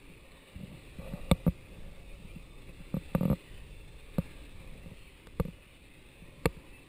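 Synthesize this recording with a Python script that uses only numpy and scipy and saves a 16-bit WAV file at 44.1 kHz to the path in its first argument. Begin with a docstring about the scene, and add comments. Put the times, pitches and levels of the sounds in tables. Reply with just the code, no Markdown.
"""Over the side of a sailboat in choppy water, heard by a hand-held camera in a sealed plastic case.
Foam hisses dully through the case wall and wind buffets it: both are noise shaped in pitch and time.
Fingers and the loose mount rub, and the mount knocks and rattles as the boat pitches: clicks and
blows set the case ringing. Faint narrow streaks of hiss, fuzzy in pitch, come and go.
The converter holds each sample for 1/12000 s, which mirrors the sound about 12 kHz."""
import sys
import numpy as np
from scipy import signal
from scipy.fft import rfft, irfft
from scipy.io import wavfile
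from scipy.ndimage import uniform_filter1d

SR = 44100
rng = np.random.default_rng(int(sys.argv[2]) if len(sys.argv) > 2 else 0)


def file_out(sig):
    """Save sig as 16-bit WAV at sys.argv[1]."""
    # one column per channel
    cols = np.atleast_2d(sig).T
    # limit, then scale
    lim = np.clip(cols, -1, 1)
    pcm = np.round(lim * 32767).astype(np.int16)
    wavfile.write(sys.argv[1], SR, pcm)


def how_loud(loudness_db):
    """Turn decibels into a plain amplitude multiplier (0 dB gives 1, 20 dB gives 10)."""
    steps = np.asarray(loudness_db, float) / 20
    return 10 ** steps


N = 303492  # samples, about 6.9 s

# how strongly the foam hisses, before a common lift: [t/s, level/dB]
FOAM_LEVEL = [(0.0, -61.5), (1.07, -58), (1.63, -61.5), (2.01, -61), (2.18, -61), (2.78, -61),
              (3.31, -55.5), (3.54, -59), (3.81, -62), (4.27, -57), (4.52, -59.5), (5.27, -62),
              (6.36, -61.5), (6.48, -59.5), (6.88, -62)]
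# colour of the foam through the case wall: [f/Hz, relative level/dB per Hz]
FOAM_COLOUR = [(150, -41), (250, 0.5), (431, -5.5), (526, -21.5), (669, -18.5), (838, -15.5), (1170, -13.5),
               (1530, -20), (1960, -10.5), (2180, -10), (2600, -4.5), (3170, -17), (3480, -11.5),
               (4080, -16.5), (6000, -32.5), (7800, -79), (13200, -120)]
# how strongly the wind buffets the case: [t/s, level/dB]
WIND_LEVEL = [(0.0, -55), (0.17, -52), (0.4, -58), (.75, -55), (1.11, -46.5), (1.48, -48.5), (1.68, -49),
              (1.8, -47.5), (2.24, -49), (2.49, -49.5), (2.74, -49), (3.18, -46.5), (3.41, -57),
              (3.53, -47), (4.06, -49.5), (4.37, -49.5), (4.87, -47), (5.25, -56.5), (5.44, -46),
              (5.7, -56.5), (6.5, -50), (6.88, -56)]
# colour of the buffeting: [f/Hz, relative level/dB per Hz]
WIND_COLOUR = [(15, -3.5), (35, 3.5), (60, -10.5), (120, -10), (300, -32), (450, -24), (700, -66),
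               (1500, -46)]
# fingers and mount rubbing on the case: [t/s, wall level/dB]; the body follows
GRIP_LEVEL = [(0.0, -71.5), (.3, -64), (.65, -63), (.95, -64.5), (1.3, -54.5), (1.57, -68), (1.8, -60),
              (2.1, -64), (2.64, -67), (3.13, -63.5), (3.4, -66), (4.0, -67), (4.35, -63.5), (4.9, -66),
              (5.15, -70), (5.8, -68), (6.42, -65), (6.88, -68)]
# longer scrapes: [start t/s, end t/s]
SCRAPE_TIMES = [(.56, .8), (.985, 1.205), (1.7, 2.4), (4.55, 4.95)]
# strength of those scrapes, in the same order: [wall level/dB, body level/dB]
SCRAPE_LEVELS = [(-75, -52), (-53.5, -57), (-87, -67), (-78, -63.5)]
# ways the case rings, in groups: body, wall, lid, crack, side, shove on the arm, snap
# [f/Hz, level within the group/dB, time to fall by 60 dB/s, first swing +1 or -1]
CASE_MODES = [
    [(172, 0, .055, 1), (270, -14, .02, -1)],
    [(535, 0, .04, -1)],
    [(925, -6, .028, 1), (1175, 0, .024, 1), (780, -9, .012, 1)],
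    [(1570, -12, .012, -1), (2250, 0, .014, -1), (2650, 0, .012, -1)],
    [(320, -3, .022, 1), (455, 0, .035, 1)],
    [(50, -3, .1, -1), (85, 0, .07, 1)],
    [(3150, -11, .007, 1), (3620, 0, .011, -1), (4050, -1, .010, -1)],
]
# knocks on the case: [t/s, blow level/dB, hardness (0 thud, 1 rap),
# mount chatter against the blow/dB, shove against the blow/dB]
BLOWS = [(0.099, -42.5, 0.45, -9, -15), (0.318, -55.5, 1.2, 13, -14), (0.554, -38, 0, -34, 2.5),
         (0.591, -40, 0.11, -30, -8), (0.608, -36, 0.28, -31, -27), (0.633, -30, 0.059, -30, -15),
         (0.699, -43, .2, -23, -16), (0.714, -39, .2, -20, -14), (0.744, -40, 0.41, -23, -16),
         (0.763, -45, .4, -14, -5), (0.986, -33.5, 0.29, -23, -4), (1.135, -25.5, 0.15, -11, -12),
         (1.313, -11, 1, -0.5, -7), (1.465, -15.5, 0.51, -38, -20), (1.477, -15.5, 0.51, -21, -7.5),
         (2.247, -39.5, 0, -20, -10), (2.361, -34, 0, -31, -13), (2.692, -41.5, 0.64, -14, -5),
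         (2.801, -38, 0, -17, -20), (2.941, -20, 0.44, -25, -21), (2.967, -22, 0.48, -36, -10.5),
         (3.149, -15, 0.92, -11, -14), (3.18, -28.5, 0.37, -25, -14), (3.209, -19, .55, -30, -22),
         (3.231, -21, 0.77, -16, -30), (3.253, -16.5, .5, -18, -36), (3.279, -22.5, 0.44, -28, -22),
         (3.3, -15.5, .5, -20, -9), (3.314, -17, .5, -33, -14), (3.329, -20, 0.81, -22, -15),
         (4.183, -16, 0.58, -11.5, -10.5), (4.859, -35.5, 0.44, -22, -8), (4.913, -42, 0.77, -19, -0.5),
         (5.27, -48, 1.4, 16.5, -2), (5.398, -18.5, 0.97, -5.5, -4.5), (5.451, -29, 0.62, -13, -14),
         (5.482, -30.5, 0.37, -12.5, -15), (6.221, -41.5, .1, -19, -11), (6.373, -45.5, 0.46, -16, -11),
         (6.456, -19, 1.37, 8, -4.5), (6.567, -39.5, 0.44, -9, -2)]
# harder blows reach higher modes: [hardness, then against the blow: wall/dB, lid/dB, side/dB]
HARDNESS_REACH = [(0, -34, -32, -18), (.3, -15.5, -19.5, -14), (.5, -8.5, -13.5, -6.5),
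                  (.8, -5.5, -9.5, -4), (1.2, -3.5, 5, 9.5)]
# faint narrow streaks of hiss, fuzzy in pitch: [start t/s, end t/s, f/Hz, level/dB]
STREAK_LIST = [(2.054, 2.135, 2440, -61), (2.248, 2.335, 2400, -62), (2.338, 2.41, 2700, -62),
               (2.394, 2.64, 3600, -70), (2.5, 2.623, 2480, -72), (3.673, 3.956, 3540, -68.5),
               (5.014, 5.11, 2330, -66), (5.5, 6.0, 2624, -74), (6.665, 6.87, 2636, -62)]


def evened(x):
    """Scales a signal to an average strength (rms) of 1."""
    return x / np.sqrt(np.mean(x ** 2) + 1e-20)


def curve(rows):
    """Draws straight lines between the (time, value) points of a table."""
    times, values = np.transpose(rows)
    return np.interp(np.arange(N) / SR, times, values)


def smoothed_field(field, bins, frames):
    """Blurs a random field over pitch and time, then evens its strength."""
    over_pitch = uniform_filter1d(field, size=bins, axis=0)
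    return evened(uniform_filter1d(over_pitch, size=frames, axis=1))


def noise(spectrum, size, patchy_db, swell_db, flicker_db):
    """Random short-time spectra with brief patches, long narrow swells and a flicker shared by all bins."""
    frames = 4 * N // size + 5
    hz = np.fft.rfftfreq(size, 1 / SR)
    real, imaginary, patches, swells = rng.standard_normal((frames, len(hz), 4)).T
    swells = smoothed_field(swells, bins=4, frames=40)
    patches = smoothed_field(patches, bins=5, frames=9)
    flicker = evened(uniform_filter1d(rng.standard_normal(frames), size=3))
    table_hz, table_db = np.transpose(spectrum)
    colour_db = np.interp(np.log(hz + 1), np.log(table_hz + 1), table_db)[:, None]
    field_db = colour_db + patchy_db * patches + swell_db * swells + flicker_db * flicker
    spectra = (real + 1j * imaginary) * how_loud(field_db)
    sound = signal.istft(spectra, nperseg=size, noverlap=3 * size // 4)[1]
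    return evened(sound[:N])


def foam():
    """Dense fizz of bursting bubbles, coloured by the case; narrow bands swell as foam slides past."""
    lift_db = 2.5
    fizz = noise(FOAM_COLOUR, size=1024, patchy_db=0.55, swell_db=2.27, flicker_db=0.85)
    return how_loud(curve(FOAM_LEVEL) + lift_db) * fizz


def wind():
    """Lumpy low pressure of moving air on the case."""
    buffeting = noise(WIND_COLOUR, size=2048, patchy_db=1.0, swell_db=1.0, flicker_db=0.5)
    return how_loud(curve(WIND_LEVEL)) * buffeting


def ring(modes):
    """A struck group of modes: sine waves that die away, added up and scaled to a peak of 1."""
    t = np.arange(SR // 5) / SR
    sound = np.zeros(len(t))
    for hz, db, t60, sign in modes:
        sound += sign * how_loud(db - 60 * t / t60) * np.sin(2 * np.pi * hz * t)
    return sound / abs(sound).max()


def rub():
    """Uneven stick-slip clicks shake the body, wall and lid modes."""
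    clicks_per_s = np.array([[300], [1500]])  # body, wall; on average
    lid_db, body_over_wall_db, scrape_edge_s = -4.5, -0.5, .015
    slips = rng.standard_normal((2, N)) * (rng.random((2, N)) < clicks_per_s / SR)
    wall_and_lid = ring(CASE_MODES[1]) + how_loud(lid_db) * ring(CASE_MODES[2])
    body = evened(signal.oaconvolve(slips[0], ring(CASE_MODES[0]))[:N])
    wall = evened(signal.oaconvolve(slips[1], wall_and_lid)[:N])
    t = np.arange(N) / SR
    wall_level = how_loud(curve(GRIP_LEVEL))
    body_level = how_loud(body_over_wall_db) * wall_level
    for (start, end), (wall_db, body_db) in zip(SCRAPE_TIMES, SCRAPE_LEVELS):
        scraping = np.clip(np.minimum(t - start, end - t) / scrape_edge_s, 0, 1)
        wall_level += how_loud(wall_db) * scraping
        body_level += how_loud(body_db) * scraping
    return wall_level * wall + body_level * body


def mount_chatter():
    """The loose mount rattles for a few ms at each blow: a short random burst of force, total energy 1."""
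    t = np.arange(SR // 100) / SR
    bursts = rng.standard_normal((len(BLOWS), len(t))) * t * np.exp(-t / .0006)
    return bursts / np.linalg.norm(bursts, axis=1, keepdims=True)


def knocks():
    """Each blow strikes all mode groups; the mount's chatter sounds the crack and snap modes."""
    turn_s = 5.1  # the camera swings round and blows then land on its side
    facing_db = -43.5  # the side modes before that, against the blow
    contacts_s = .0007, .001, .0005, .0002, .001, .003, .00019  # rough push length for each group
    low_cut_hz = 95
    out = np.zeros((len(CASE_MODES), N))
    chatter = mount_chatter()
    hardness, *reach = np.transpose(HARDNESS_REACH)
    for group, contact_s in enumerate(contacts_s):
        forces = np.zeros(N)
        for (s, blow_db, hard, crack, shove), rattle in zip(BLOWS, chatter):
            wall, lid, side = (np.interp(hard, hardness, db) for db in reach)
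            side = side if s > turn_s else facing_db
            snap = crack + .5 * min(crack, 0) - 1.5  # soft chatter loses the snap first
            share_db = (0, wall, lid, crack, side, shove, snap)[group]
            force = rattle if group in (3, 6) else np.ones(1)  # crack and snap
            forces[round(s * SR):][:len(force)] += how_loud(blow_db + share_db) * force
        push = np.hanning(round(contact_s * SR) + 3)
        struck = np.convolve(ring(CASE_MODES[group]), push / push.sum())
        out[group] = signal.oaconvolve(forces, struck)[:N]
    shove = out[5]  # it moves the whole camera and is felt in full
    rest = out.sum(axis=0) - shove
    # the knocks lose their slowest pressure, so the rebound swings wider than the first push
    return shove + signal.lfilter(*signal.butter(2, low_cut_hz, "high", fs=SR), rest)


def streaks():
    """Each streak is a narrow band of noise that fades in and out."""
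    out = np.zeros(N)
    for start, end, hz, db in STREAK_LIST:
        t = np.arange(round((end - start) * SR)) / SR
        waver = rng.standard_normal((2, SR))
        for _ in range(2):  # smoothed twice, so the streak wavers slowly
            waver = uniform_filter1d(waver, size=500)
        sine, cosine = np.sin(2 * np.pi * hz * t), np.cos(2 * np.pi * hz * t)
        band = waver[0, :len(t)] * sine + waver[1, :len(t)] * cosine
        fade = signal.windows.tukey(len(t), .5)
        out[round(start * SR):][:len(t)] += how_loud(db) * evened(band) * fade
    return out


def scene():
    """Adds up all the sounds, as one channel."""
    return (foam() + wind() + rub() + knocks() + streaks())[None]


def roll_off(x):
    """The treble ends steeply here."""
    return signal.sosfilt(signal.butter(12, 16450, fs=SR, output="sos"), x)


def record(dry):
    """Sampling at 12 kHz copies the band around 12 kHz; holding each sample weighs all by a sinc."""
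    hold_hz = 12000
    hz = np.fft.rfftfreq(N, 1 / SR)
    band = signal.sosfilt(signal.butter(8, 5600, fs=SR, output="sos"), dry)  # low-pass, Hz
    sampled = band * (1 + 2 * np.cos(2 * np.pi * hold_hz * np.arange(N) / SR))
    # the resampler's roll-off: 1 dB per 60 Hz above 14800 Hz, nothing from 16450 Hz
    edge = how_loud(-np.clip(hz - 14800, 0, None) / 60) * (hz < 16450)
    held = irfft(rfft(sampled) * np.sinc(hz / hold_hz) * edge, N)
    return roll_off(held)


dry = scene()
out = record(dry)
file_out(out)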